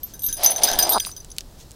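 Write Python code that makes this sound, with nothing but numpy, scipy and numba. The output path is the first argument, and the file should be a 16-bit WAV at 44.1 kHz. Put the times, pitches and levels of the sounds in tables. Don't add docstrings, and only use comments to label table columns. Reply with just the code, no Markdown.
import sys
import numpy as np
from scipy import signal
from scipy.fft import rfft, irfft
from scipy.io import wavfile
from numba import njit

SR = 44100
rng = np.random.default_rng(int(sys.argv[2]) if len(sys.argv) > 2 else 0)


def persist_wave(psi):
    counts = np.round(np.clip(psi, -1, 1) * 32767).astype(np.int16)
    wavfile.write(sys.argv[1], SR, np.atleast_2d(counts).T)


N = 77175


def undb(db):
    return 10 ** (np.asarray(db) / 20)


def curve(table):
    times, *columns = np.array(table).T
    return [np.interp(np.arange(N) / SR, times, c) for c in columns]


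def unit(x):
    return x / np.std(x)


def colour(x, spectrum):
    hz, db = np.array(spectrum).T
    gain = undb(np.interp(np.log(np.fft.rfftfreq(N, 1 / SR) + 1), np.log(hz), db))
    return irfft(rfft(x) * gain / np.sqrt(np.mean(gain ** 2)), N)


def noise(shape=N):
    return rng.standard_normal(shape)


def fade(t, t60):
    return np.exp(-np.log(1000) * t / t60)


def add(out, at, x):
    i = int(np.clip(at * SR, 0, N - 1))
    out[i:i + len(x)] += x[:N - i]


def swells(table):
    t = np.arange(N) / SR
    return sum(undb(db) * np.exp(-.5 * ((t - at) / sigma) ** 2) for at, sigma, db in table)


@njit
def resonate(x, hz, width):
    y, band_state, low_state = np.empty(len(x)), 0., 0.
    for i in range(len(x)):
        g, damping = np.tan(np.pi * hz[i] / SR), width[i] / hz[i]
        band = (band_state + g * (x[i] - low_state)) / (1 + g * (g + damping))
        band_state, low_state = 2 * band - band_state, low_state + 2 * g * band
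        y[i] = damping * band * np.sqrt(SR / np.pi / width[i])
    return y


# (frequency [Hz], relative level [dB])
AIR_SPECTRUM = [(12, -54), (20, 2), (65, -6), (177, -14.5), (574, -22), (923, -27), (2300, -38),
                (4700, -32), (16000, -40.5)]

def open_air():
    return colour(noise(), AIR_SPECTRUM) * undb(-44.5)


# (time [s], level [dB])
CLACK_IMPACTS = [(0.0324, -35.5), (.233, -33), (0.4343, -20), (0.4717, -27), (0.6951, -23), (0.715, -14.5),
                 (.7908, -10), (.8155, -23), (0.872, -24), (0.8934, -19.5), (1.1154, -35), (1.178, -34)]
# (frequency [Hz], relative level [dB])
CLACK_SPECTRUM = [(800, -9), (2400, -13.5), (3300, 2.5), (6300, -1), (8000, -8), (14000, -1), (16000, -22)]

def shell_clacks():
    t = np.arange(SR // 20) / SR
    bursts = np.zeros(N)
    for at, db in CLACK_IMPACTS:
        add(bursts, at, undb(db) * noise(len(t)) * fade(t, t60=0.0093))
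    return colour(bursts, CLACK_SPECTRUM)


# (time [s], speed [m/s])
APPROACH_SPEED = [(0, 5), (.25, 4), (.45, 2.5), (.65, 3), (.79, 2.2), (1.0, -0.5)]
# (time [s], factor on t60 [1])
FEATHER_DAMPING = [(1.06, 1), (1.16, 0.74), (1.3, 0.26)]
TWIN_DB, TWIN_SPREAD_HZ, DETUNE_SPREAD = -6.5, 38.7, 0.00189
ROLL_DEPTH, BUZZ_DEPTH, BUZZ_S, CONTACT_S = 0.071, .33, .008, 0.00028

def ring_modes(at, modes, edges_hz, band_db):
    t = np.arange(SR // 4) / SR
    doppler = 1 + np.interp(at, *np.array(APPROACH_SPEED).T) / 343
    t60_factor = np.interp(at, *np.array(FEATHER_DAMPING).T)
    depth = (ROLL_DEPTH + BUZZ_DEPTH * np.exp(-t / BUZZ_S)) / t60_factor
    lowpass = signal.butter(1, 240, fs=SR, output="sos")
    ring = 0
    for hz, db, t60 in modes:
        detune, twin_offset, scatter = noise(3)
        real, imag = signal.sosfilt(lowpass, signal.sosfilt(lowpass, noise((2, len(t)))))
        shudder = (1 + depth * (unit(real) + 1j * unit(imag))) / np.sqrt(1 + 2 * depth ** 2)
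        beating = 1 + undb(TWIN_DB) * 1j * np.exp(2j * np.pi * TWIN_SPREAD_HZ * twin_offset * t)
        carrier = np.exp(2j * np.pi * hz * doppler * (1 + DETUNE_SPREAD * detune) * t)
        scatter_db = scatter * (3.5 if hz > 13000 else 1)
        gain = undb(db + band_db[np.searchsorted(edges_hz, hz)] + scatter_db)
        ring = ring + gain * np.imag(shudder * beating * carrier) * fade(t, t60 * t60_factor)
    return ring * -np.expm1(-t / CONTACT_S)


# (frequency [Hz], relative level [dB], free t60 [s])
BELL_MODES = [(4912, -5.5, 0.26), (6079, -0.5, 0.11), (8939, -4, 0.22), (10318, -1.5, 0.16),
              (12220, 1, 0.099), (13700, -13, 0.13), (14330, -13, 0.12), (15090, -19.5, 0.084)]
BELL_EDGES_HZ = [5500, 7500, 9600, 11500, 13000]
# (time [s], then six band excitations from high to low [dB])
PELLET_BLOWS = [(0.0325, -28.5, -26.5, -52, -54.5, -46.5, -51), (0.1366, -36, -44.5, -48.5, -49, -37, -51),
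                (0.193, -32, -40, -53, -39, -37.5, -52), (0.2203, -21, -34, -48, -42, -40.5, -53),
                (0.235, -27, -23.5, -35, -45, -49, -58), (0.2414, -27, -19.5, -27, -39, -34, -63),
                (0.2639, -21, -18.5, -31, -35.5, -28, -38), (0.2861, -25, -41, -32, -42, -24, -36),
                (0.3272, -17, -51, -28.5, -34, -23.5, -44), (0.3683, -33, -41, -35, -34, -33.5, -35),
                (0.4337, -13, -27, -20, -31, -21.5, -27), (0.4399, -13, -24, -18, -43, -21, -38),
                (0.4454, -8.5, -14.5, -19, -30, -32, -17.5), (0.4614, -22, -28, -26, -26, -7, -22),
                (0.4714, -23, -32, -39, -32, -12, -45), (0.505, -18, -37, -20, -24, -24, -34),
                (0.5174, -27, -33, -37, -46, -21, -48), (0.561, -25, -32, -34, -28, -20.5, -41),
                (0.634, -8, -20.5, -13.5, -10, -11.5, -13.5), (0.6444, -7.5, -26, -31, -48, -18, -49),
                (0.6743, -17, -47, -43, -40, -29, -14), (0.6854, -21, -47, -44, -30, -19.5, -45),
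                (0.7314, -28, -35, -34, -33, -22, -30), (0.7878, -6.5, -27, -24, -16, -23, -17.5),
                (0.7933, -24, -17.5, -29, -23, -29, -16), (0.825, -17, -28.5, -35, -21.5, -14.5, -17),
                (0.8929, -18, -13.5, -40, -21, -44, -25.5), (0.921, -10.5, -36, -47, -20, -27, -40),
                (0.9344, -21, -50, -24.5, -22, -22.5, -20.5), (0.9985, -22, -33, -32, -36, -18.5, -41),
                (1.0025, -27, -46, -39, -27, -27.5, -29), (1.061, -25.5, -49, -31, -31, -29.5, -32.5),
                (1.1153, -42, -63, -63, -69, -33, -59), (1.1643, -32, -46, -41, -56, -29.5, -42),
                (1.2024, -46, -50, -49, -63, -38, -46), (1.3024, -50, -58, -41.5, -45.5, -36.5, -46),
                (1.3154, -46, -54, -41, -47, -28, -48)]
# (frequency [Hz], relative level [dB])
TICK_SPECTRUM = [(700, -56), (2200, -24), (3300, 6), (5500, -1), (7500, 0.5), (11000, -3.5), (14000, -29),
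                 (16000, -38)]
RING_DB, CHOKE_DB, CHOKE_S = 2.5, -11.5, 0.01

def leg_bells():
    t = np.arange(SR // 4) / SR
    rings, ticks = np.zeros(N), np.zeros(N)
    next_times = [row[0] for row in PELLET_BLOWS[1:]] + [N / SR]
    for (at, *band_db), next_at in zip(PELLET_BLOWS, next_times):
        choke_db = CHOKE_DB * np.clip((at + t - next_at) / CHOKE_S, 0, 1)
        ring = ring_modes(at, BELL_MODES, BELL_EDGES_HZ, band_db[::-1])
        add(rings, at, undb(RING_DB + choke_db) * ring)
        tick = undb(-10.5) * fade(t, t60=0.0078)
        skitter = undb(-35.5) * fade(t, t60=0.27) * noise(len(t))
        strength = np.linalg.norm(undb(band_db[:-1]))
        add(ticks, at, strength * noise(len(t)) * (tick + skitter))
    return rings + colour(ticks, TICK_SPECTRUM)


# (peak time [s], Gaussian width [s], level [dB])
FEATHER_STROKES = [(0.094, 0.035, -51), (.3, 0.039, -42.5), (1.057, 0.038, -42), (1.611, 0.019, -48)]
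# (frequency [Hz], relative level [dB])
FEATHER_SPECTRUM = [(500, -7.5), (2000, -8.5), (4000, -1.5), (6200, 1.5), (9000, -6.5), (15000, -13)]

def feathers():
    return swells(FEATHER_STROKES) * colour(noise() * noise(), FEATHER_SPECTRUM)


# (frequency [Hz], relative level [dB], free t60 [s])
CLINK_MODES = [(1555, -5.5, 0.25), (1686, -7.5, 0.28), (3246, 5.5, 0.025), (3735, 2.5, 0.15)]
CLINK_BANDS_HZ = [2500, 3500]
# (time [s], low pair [dB], short ping [dB], upper mode [dB])
CLINK_KNOCKS = [(0.137, -51, -49, -52), (0.193, -70, -46, -54), (0.237, -56, -60, -42.5),
                (.287, -41.5, -46, -39.5), (0.326, -43, -34.5, -43), (0.559, -39, -43, -39.5),
                (0.68, -25.5, -46, -27), (0.733, -30, -22.5, -56), (0.7895, -24.5, -26, -30),
                (0.923, -31.5, -35, -26), (1.001, -42, -24.5, -65), (1.165, -55, -45, -54)]

def clinks():
    rings = np.zeros(N)
    for at, *band_db in CLINK_KNOCKS:
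        add(rings, at, ring_modes(at, CLINK_MODES, CLINK_BANDS_HZ, band_db))
    return rings


# (peak time [s], Gaussian width [s], level [dB])
WING_PUFFS = [(.3, 0.023, -41), (.76, 0.03, -35)]
# (frequency [Hz], relative level [dB])
DRAUGHT_SPECTRUM = [(15, -2), (60, -7.5), (140, -21), (250, -15), (600, -33), (3000, -79)]

def wing_draughts():
    return swells(WING_PUFFS) * colour(noise(), DRAUGHT_SPECTRUM)


# (time [s], body gain [dB], hiss gain [dB])
RASP_GAINS = [(.355, -70, -68), (.378, -43.5, -45.5), (.436, -31, -29.5), (.522, -35.5, -33.5),
              (.54, -37, -42), (.601, -35.5, -35.5), (.608, -30.5, -50), (.618, -36.5, -31),
              (.634, -31, -29.5), (.68, -29.5, -27.5), (.75, -32, -34), (.783, -32.5, -34.5),
              (.795, -34, -30.5), (.85, -30, -33.5), (.89, -27.5, -31), (.935, -26.5, -31),
              (.968, -15, -35.5), (.978, -19.5, -35), (.985, -38, -35)]
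# (time [s], pulse rate [1/s], unevenness [0-1], resonance [Hz], bandwidth [Hz])
RASP_FLUTTER = [(.37, 666, 0.29, 565, 300), (.46, 620, 0.29, 705, 293), (.52, 558, 0.38, 610, 262),
                (.7, 432, 0.34, 663, 280), (.88, 340, 0.36, 695, 345), (.935, 400, .25, 814.2, 540),
                (.958, 250, .1, 1110, 770), (.978, 180, 0, 1150, 950)]
# (frequency [Hz], relative level [dB])
BODY_SPECTRUM = [(60, -35), (200, 3.5), (330, 7), (500, -2), (720, 6.5), (1000, 1.5), (1500, -7.5),
                 (1900, -38), (3000, -32)]
# (frequency [Hz], relative level [dB])
HISS_SPECTRUM = [(400, -13.5), (1200, -6.5), (2000, -2), (2600, -4.5), (3300, 2), (4500, 1), (5600, 0),
                 (7500, -12), (11000, -9), (16000, -26)]
PUFF_S, BODY_NOISE, HISS_FLOOR = 0.00065, 0.69, 0.027
NARROW_AT_S, NARROW_OVER_S, NARROW_HZ, SKIRT_HZ = 0.888, 0.04, 3950, 1030

def rasp():
    body_db, hiss_db = curve(RASP_GAINS)
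    rate, uneven, hz, width = curve(RASP_FLUTTER)
    t = np.arange(SR // 100) / SR
    pulses, puffs, at = np.zeros(N), np.zeros(N), RASP_GAINS[0][0]
    for jitter, shimmer in noise((600, 2)):
        if at > RASP_GAINS[-1][0]:
            break
        i = int(at * SR)
        strength = undb(9 * uneven[i] * np.clip(shimmer, -2, 1.3)) / np.sqrt(rate[i])
        pulses[i] -= strength * np.sqrt(SR)
        add(puffs, at, strength * np.sqrt(2 / PUFF_S) * np.exp(-t / PUFF_S))
        at += np.exp(uneven[i] * np.clip(jitter, -2, 2)) / rate[i]
    source = pulses + BODY_NOISE * puffs * noise()
    ringing = resonate(source + 1e-18, hz, width)
    body = unit(colour(ringing, BODY_SPECTRUM)) * np.std(ringing)
    hiss = colour((puffs + HISS_FLOOR) * noise(), HISS_SPECTRUM)
    blend = np.clip((np.arange(N) / SR - NARROW_AT_S) / NARROW_OVER_S, 0, 1)
    peak = [(NARROW_HZ - SKIRT_HZ, -14), (NARROW_HZ, 3), (NARROW_HZ + SKIRT_HZ, -7)]
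    narrow = unit(colour(hiss, peak)) * np.std(hiss)
    return body * undb(body_db) + (hiss * (1 - blend) + narrow * blend) * undb(hiss_db)


# (time [s], gain [dB], pitch [Hz], crack relative to ring [dB])
CLICK_CONTACTS = [(0.9826, -15, 3400, -8), (1.0029, -12.5, 3500, 2), (1.05, -10.5, 4020, -8),
                  (1.0689, -21.5, 1069, -20), (1.093, -30, 1210, -20), (1.2472, -21, 7200, -26),
                  (1.3658, -24.5, 6800, -13), (1.3843, -7, 4420, 10), (1.4077, -15, 5570, -20),
                  (1.709, -26, 7200, -15), (1.7167, -24.5, 7400, 1)]
# (ratio to pitch [1], relative level [dB], t60 [cycles of the pitch])
CLICK_PARTIALS = [(.68, -9.5, 21), (1, 3, 8.3), (1.85, -9, 5.4)]
# (frequency [Hz], relative level [dB])
TAIL_SPECTRUM = [(700, -40), (1500, -14), (3000, -3.5), (5500, -3.5), (9000, -7), (15000, -32)]
RISE_CYCLES, CRACK_HZ, TAIL_DB = 0.15, 7500, -24.5

def beak_and_talons():
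    t = np.arange(SR // 10) / SR
    snaps, tails = np.zeros(N), np.zeros(N)
    crack = np.sin(2 * np.pi * CRACK_HZ * t) * fade(t, 2 / CRACK_HZ)
    for at, db, hz, crack_db in CLICK_CONTACTS:
        ring = sum(undb(mode_db) * np.sin(2 * np.pi * hz * ratio * t) * fade(t, cycles / hz)
                   for ratio, mode_db, cycles in CLICK_PARTIALS)
        attack = -np.expm1(-t * hz / RISE_CYCLES)
        highpass = signal.butter(2, hz * 0.86, "high", fs=SR, output="sos")
        add(snaps, at, undb(db) * signal.sosfilt(highpass, ring * attack + undb(crack_db) * crack))
        add(tails, at, undb(db + TAIL_DB) * noise(len(t)) * fade(t, t60=0.038))
    return snaps + colour(tails, TAIL_SPECTRUM)


def scene():
    return (open_air() + shell_clacks() + leg_bells() + feathers() + clinks()
            + wing_draughts() + rasp() + beak_and_talons())[None]


def record(dry):
    lowpass = signal.ellip(8, .2, 70, 15750, fs=SR, output="sos")
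    return signal.sosfilt(lowpass, np.clip(dry, -1, 1))


dry = scene()
out = record(dry)
persist_wave(out)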